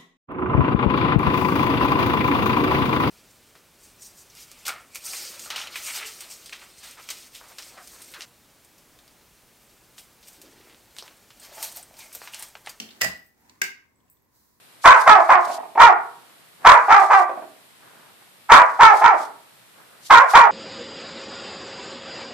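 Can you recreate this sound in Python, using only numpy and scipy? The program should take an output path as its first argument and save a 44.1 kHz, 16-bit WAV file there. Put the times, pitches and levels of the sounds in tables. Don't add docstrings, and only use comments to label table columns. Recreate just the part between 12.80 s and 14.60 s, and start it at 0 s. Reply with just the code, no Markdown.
import sys
import numpy as np
from scipy import signal
from scipy.fft import rfft, irfft, next_fast_len
from scipy.io import wavfile
from scipy.ndimage import uniform_filter1d

SR = 44100
rng = np.random.default_rng(int(sys.argv[2]) if len(sys.argv) > 2 else 0)


def int16_out(signal):
    q = np.round(np.clip(np.atleast_2d(signal).T, -1, 1) * 32767)
    wavfile.write(sys.argv[1], SR, q.astype(np.int16))


def convert_level_to_amplitude(level_db):
    exponent = np.asarray(level_db, float) / 20
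    return 10 ** exponent


N = 79380

# frequency in Hz, level in dB.
HUM_TONE = [(40, 2.5), (80, 0), (250, -7), (500, -14), (1200, -24), (3000, -35.5), (6000, -39.5),
            (16000, -32)]
HUM_DB = -67

# time in seconds, level in dB, cavity pitch in Hz.
SLIDE = [
    (0, -47, 788.5),
    (.1, -55, 791),
    (.2, -55.5, 796),
    (.35, -59, 797.4),
    (.53, -71.5, 824.4),
    (.6, -66, 880),
    (.7, -61, 997),
    (.8, -65, 1170),
    (.9, -73.5, 1080),
]
# frequency in Hz, level in dB.
SLIDE_TONE = [(90, -15), (250, 2.5), (600, -10.5), (1300, -13), (1900, -9.5), (3100, -22), (6000, -19),
              (16000, -24)]
CAVITY_DB, OVERTONE_DB = -4, -17.5

# start in seconds, level in dB, contact time in ms, left-right balance in dB, pitch in Hz.
EARLY_PINS = [
    (.0003, -20.5, 3.9, 0, 5840),
    (.025, -44.5, 8, 0, 3500),
    (.0892, -39, 5, -2, 3130),
    (.1067, -38, 12, 0, 4300),
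]
FIRST_PINS = [(.2045, -41, 5.7, 2, 3510), (.2075, -35.5, 5, 2.5, 3300), (.2112, -18.5, 9.9, 1.5, 2800),
              (.2126, -14.5, 9.2, -3, 7120), (.2145, -21.5, 3.1, -5, 4576), (.2174, -3, .6, 3, 2948),
              (.2192, -14.5, 1.2, -14.5, 5370), (.2222, -22.5, 2.5, 4, 1913), (.2325, -22, 5.8, -8, 6900),
              (.2245, -18, 2, -7.5, 5000), (.2432, -16.5, 3.2, 3, 7500), (.2472, -15.5, 1.15, -12, 8240),
              (.287, -40, 1.2, -16, 13940)]
SMALL_TICKS = [
    (.6955, -42, 3.46, -1.07, 4020),
    (.6962, -44, 1.5, -1, 6000),
    (1.202, -63, 6.4, 0.19, 3220),
    (1.28, -64.5, 14, 0.24, 2620),
    (1.371, -64.5, 1, 0, 3450),
]
SECOND_PINS = [
    (.8148, -28, 1.5, 1.5, 5200),
    (.8160, -26, 2, -4.5, 5104),
    (.8170, -11, 1.3, 1.5, 2125),
    (.8176, -13.5, 1.2, 4, 5990),
    (.8194, -18, 1.6, -7, 5555),
    (.8222, -16.5, 2.5, 5.5, 2077),
    (.8275, -30, 2, 8, 5200),
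    (.8352, -27, 1.5, -3, 2172),
    (.8405, -24, 2, 3, 2150),
    (.8462, -30.5, 3, -9, 2214),
]
# frequency in Hz, level in dB.
EARLY_TONE = [(500, -25.5), (2000, -7), (2800, 3.5), (6500, -11.5), (9000, -10.5), (16000, -21.5)]
FIRST_TONE = [(200, -44.5), (500, -19.5), (1400, -8.5), (1950, 2.5), (3400, -15), (4900, -9), (8500, -15),
              (16000, -16.5)]
TICK_TONE = [(700, -24), (2000, -8.5), (4000, -13), (8000, -12), (9000, -32), (16000, -23.5)]
SECOND_TONE = [(150, -50), (400, -33.5), (800, -14.5), (1080, -26), (1400, -12), (2140, -4.5),
               (3600, -16.5), (5150, -13.5), (16000, -23)]
# frequency in Hz, level in dB, t60 in seconds.
FIRST_MODES = [(520, -19.5, 0.022), (657, -21, .1), (750, -24.5, .08), (1100, -13, 0.05), (1798, -9.5, .2),
               (1950, -1, 0.1), (2300, -11, 0.05), (2500, -6, .06), (2740, -8, 0.038), (3115, -13, .02),
               (4840, -12.5, 0.11), (4996, -13, 0.047), (6830, -9.5, 0.04), (7560, -10, .04)]
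SECOND_MODES = [(259.3, -23, 0.31), (402, -25.5, 0.12), (760, -25.5, 0.071), (880, -14.5, 0.056),
                (1220, -31.5, 0.51), (1591, 1.5, 0.057), (1929, -2, 0.045), (2122, -8, 0.16),
                (2130, -36, 0.71), (2143, -15, 0.26), (2207, -10.5, 0.061), (2585, -20.5, 0.048),
                (2896, -17, 0.13), (5142, -18, 0.0085)]
FOCUS_DB, FOCUS_OCT = 8.5, 0.27
RATTLE, RATTLE_HZ = .8, 45

# start in seconds, level in dB, pitch in Hz, t60 in seconds, left-right balance in dB.
THUDS = [
    (0.002, -40.5, 224.4, 0.18, -2),
    (0.224, -40.5, 109, 0.14, -6),
    (.232, -30.5, 536.6, .05, -10),
    (.2445, -25, 660, 0.06, -10.5),
    (0.245, -40.5, 73, 0.14, -4),
    (0.259, -33.5, 191.2, 0.073, -2),
]

# frequency in Hz, level in dB, t60 in seconds.
ZIP_MODES = [(7897, 0, .16), (8925, -1, .14), (9625, -10, .1), (12240, -16, .2), (12680, -6, .2),
             (13240, -2, .13), (13610, -7, .14), (14100, -8, .1), (14530, -2, .14), (14850, -8, .13),
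             (15150, -9, .13), (15390, -1, .11)]
# start in seconds, level in dB, favoured pitch in Hz, reach in octaves.
ZIP_KNOCKS = [(.325, -66, 12550, .6), (.352, -54, 8040, 0.76), (.374, -57, 12000, 0.79),
              (.428, -57, 13000, .5), (.463, -54.5, 9000, .6), (.578, -63, 14100, .05),
              (.608, -59, 13500, .06), (1.157, -65, 7897, .1), (1.162, -66, 12680, .04),
              (1.18, -67, 7897, .05), (1.205, -69.5, 8050, .05), (1.25, -65, 7897, .05),
              (1.2994, -51.5, 11000, 1.7), (1.318, -61, 14000, 0.48), (1.36, -65, 7897, .1),
              (1.4215, -44, 12240, .015), (1.4225, -71.5, 7897, .1)]
ZIP_SCATTER_DB, ZIP_SPLIT_HZ = 1.5, 150

# time in seconds, hiss level in dB, crumple level in dB.
CLOTH = [
    (.9, -84.5, -91.5),
    (1.12, -94, -106),
    (1.19, -86, -70),
    (1.28, -79.5, -68),
    (1.36, -77.5, -86),
    (1.48, -84.5, -87),
    (1.56, -63, -71),
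    (1.65, -65.5, -79),
    (1.8, -70.5, -82.5),
]
# frequency in Hz, level in dB.
CLOTH_TONE = [(600, -32), (1080, -5.5), (1570, -10), (2900, -24), (4000, -8.5), (8800, -10), (16000, -7)]
CRUMPLE_TONE = [(80, -14.5), (200, 5.5), (400, -4.5), (1000, -13.5), (1055, -6), (1110, -16), (1700, -20),
                (3000, -32.5)]

# frequency in Hz, t60 in seconds.
ROOM_T60 = [(150, .42), (500, 0.3), (1000, 0.34), (2000, 0.36), (4000, 0.32), (8000, 0.23), (14000, 0.25)]
ROOM_DB, ROOM_GAP_S, ROOM_RISE_S = -2.5, 0.0046, 0.0093

# frequency in Hz, level in dB.
LEFT_MIC = [(25, -20), (70, -3), (7500, 1.5), (10000, -2), (13500, 1)]
RIGHT_MIC = [(25, -20), (70, -3), (7500, 1.5), (10000, 0), (13500, 4)]
LEFT_LAG_S, TOP_HZ = .00027, 15750


def unit(x):
    return x / np.sqrt(np.mean(x ** 2) + 1e-30)


def colour(x, tone):
    hz, db = np.array(tone, float).T
    n = next_fast_len(x.shape[-1])
    f = np.maximum(np.arange(n // 2 + 1) * SR / n, 1)
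    gain = convert_level_to_amplitude(np.interp(np.log(f), np.log(hz), db))
    return irfft(rfft(x, n) * gain, n)[..., :x.shape[-1]]


def line(table, col):
    rows = np.array(table, float)
    return np.interp(np.arange(N) / SR, rows[:, 0], rows[:, col])


def walk(rate):
    k = int(SR / rate)
    steps = np.repeat(rng.standard_normal(N // k + 1), k)
    return unit(uniform_filter1d(uniform_filter1d(steps, k), k)[:N])


def ring(modes, gains):
    t = np.arange(SR * 3 // 4) / SR
    total = 0
    for (hz, db, t60), gain in zip(modes, gains):
        decay = np.exp(-np.log(1000) * t / max(t60, .003))
        total = total + gain * convert_level_to_amplitude(db) * np.sin(2 * np.pi * hz * t) * decay
    return total


def add(out, s, x):
    i = int(np.clip(s * SR, 0, N - 1))
    out[..., i:i + x.shape[-1]] += x[..., :N - i]


def spread(x, pan_db):
    late = np.concatenate([np.zeros(int(LEFT_LAG_S * SR)), x])[:len(x)]
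    return np.array([late * convert_level_to_amplitude(pan_db / 2), x * convert_level_to_amplitude(-pan_db / 2)])


def wide(tone, alike_hz):
    mid, side = colour(rng.standard_normal((2, N)), tone)
    side = signal.sosfilt(signal.butter(1, alike_hz, "high", fs=SR, output="sos"), side)
    return unit(np.array([mid + side, mid - side]))


def causal(db):
    c = irfft(db * np.log(10) / 20)
    c[1:1024] *= 2
    c[1025:] = 0
    return irfft(np.exp(rfft(c)))[:1536]


def hum():
    return wide(HUM_TONE, 150) * convert_level_to_amplitude(HUM_DB + 0.56 * walk(2))


def hollow(phase, ratio, width_hz):
    shared = np.sin(ratio * phase) * walk(width_hz)
    own = np.cos(ratio * phase) * np.array([walk(width_hz), walk(width_hz)])
    return unit(shared + own)


def slide():
    pitch = line(SLIDE, 2)
    phase = 2 * np.pi * np.cumsum(pitch) / SR
    rub = wide(SLIDE_TONE, 400) * convert_level_to_amplitude(walk(430))
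    cavity = convert_level_to_amplitude(CAVITY_DB) * hollow(phase, 0.93, 350) + convert_level_to_amplitude(OVERTONE_DB) * hollow(phase, 1.8, 500)
    cavity_level = convert_level_to_amplitude(0.074 * np.minimum(pitch - 900, 0))
    return convert_level_to_amplitude(line(SLIDE, 1)) * (rub + cavity_level * cavity)


def pins(table, tone, modes, ring_db, alike, focus_oct=FOCUS_OCT):
    out, t, length = np.zeros((2, N)), np.arange(1024) / SR, SR * 3 // 4
    f = np.log2(np.maximum(np.arange(1025) * SR / 2048, 20))
    tone_hz, tone_db = np.array(tone).T
    base_db = np.interp(f, np.log2(tone_hz), tone_db)
    focus_db = FOCUS_DB * np.sqrt(FOCUS_OCT / focus_oct)
    flutter = np.array([[1 + RATTLE * walk(RATTLE_HZ)[:length] for _ in modes] for _ in range(2)])
    for s, db, ms, pan_db, hz in table:
        shape = causal(base_db + focus_db * np.exp(-.5 * ((f - np.log2(hz)) / focus_oct) ** 2))
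        a, b = rng.standard_normal((2, 1024)) * np.exp(-t * 1000 / ms)
        pushes = (a, alike * a + np.sqrt(max(1 - alike ** 2, 0)) * b)
        gains = 1 + .3 * rng.standard_normal((2, len(modes)))
        for ch, push in enumerate(pushes):
            fluttering = [g * w for g, w in zip(gains[ch], flutter[ch])]
            body = ring(modes, fluttering) * convert_level_to_amplitude(ring_db) + np.zeros(length)
            crack = np.convolve(push, shape)
            body[:len(crack)] += crack / np.abs(crack).max()
            add(out[ch], s, convert_level_to_amplitude(db) * spread(body, pan_db)[ch])
    return signal.sosfilt(signal.butter(3, 210, "high", fs=SR, output="sos"), out)


def case():
    out, t = np.zeros((2, N)), np.arange(SR * 3 // 4) / SR
    for s, db, hz, t60, pan_db in THUDS:
        swell = np.minimum(t * hz / 0.53, 1)
        knock = ring([(hz, 0, t60), (1.2 * hz, -4, 0.63 * t60)], [1, 1]) * swell
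        add(out, s, convert_level_to_amplitude(db) * spread(knock, pan_db))
    return out


def zips():
    out = np.zeros((2, N))
    mode_hz = np.array(ZIP_MODES)[:, 0]
    for s, db, best_hz, reach in ZIP_KNOCKS:
        shared, apart, detune = rng.standard_normal((3, len(ZIP_MODES)))
        twins = [(hz + ZIP_SPLIT_HZ * d, v - 4, t60) for (hz, v, t60), d in zip(ZIP_MODES, detune)]
        favour = np.exp(-.5 * (np.log2(mode_hz / best_hz) / max(reach, .005)) ** 2)
        gains = [favour * convert_level_to_amplitude(ZIP_SCATTER_DB * (shared + k * apart)) for k in (-1, 1)]
        tinkle = np.array([ring(ZIP_MODES, g) + ring(twins, g) for g in gains]) / 4
        add(out, s, convert_level_to_amplitude(db) * tinkle)
    bright = signal.sosfilt(signal.butter(4, 7200, "high", fs=SR, output="sos"), out)
    return bright * convert_level_to_amplitude(2.5 * walk(170))


def cloth():
    hiss = wide(CLOTH_TONE, 300)
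    crumple = wide(CRUMPLE_TONE, 350) * convert_level_to_amplitude(0.87 * walk(39))
    return convert_level_to_amplitude(line(CLOTH, 1)) * hiss + convert_level_to_amplitude(line(CLOTH, 2)) * crumple


def room(x):
    t = np.arange(SR * 2 // 3) / SR
    f = np.log(np.arange(len(t) // 2 + 1) * SR / len(t) + 1)
    centres = np.log(np.array(ROOM_T60)[:, 0])
    tail = 0
    for share, (hz, t60) in zip(np.eye(len(centres)), ROOM_T60):
        both, apart = rng.standard_normal((2, len(t)))
        width = min(hz / 700, 1)
        pair = (both + width * apart * np.array([[1], [-1]])) / np.hypot(1, width)
        band = irfft(rfft(pair) * np.sqrt(np.interp(f, centres, share)), len(t))
        tail = tail + band * np.exp(-np.log(1000) * t / t60)
    tail = tail * np.clip((t - ROOM_GAP_S) / ROOM_RISE_S, 0, 1)
    tail = tail / np.sqrt(np.sum(tail ** 2) / 2)
    source = x.mean(axis=0, keepdims=True)
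    return convert_level_to_amplitude(ROOM_DB) * signal.fftconvolve(source, tail, axes=1)[:, :N]


def scene():
    early = pins(EARLY_PINS, EARLY_TONE, [], ring_db=0, alike=0.36)
    first_stop = pins(FIRST_PINS, FIRST_TONE, FIRST_MODES, ring_db=-17.5, alike=0.64)
    second_stop = pins(SECOND_PINS, SECOND_TONE, SECOND_MODES, ring_db=-15.5, alike=0.33)
    ticks = pins(SMALL_TICKS, TICK_TONE, [], ring_db=0, alike=0.75, focus_oct=.11)
    near = early + first_stop + second_stop + case() + zips()
    return near + ticks + room(near + ticks / 2) + slide() + cloth() + hum()


def roll_off(x):
    return signal.sosfilt(signal.butter(12, 16660, fs=SR, output="sos"), x)


def record(dry):
    mics = np.array([colour(dry[0], LEFT_MIC), colour(dry[1], RIGHT_MIC)])
    top_cut = signal.ellip(8, .2, 38, TOP_HZ, fs=SR, output="sos")
    mix = signal.sosfilt(top_cut, mics)
    return roll_off(mix)


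dry = scene()
out = record(dry)
int16_out(out)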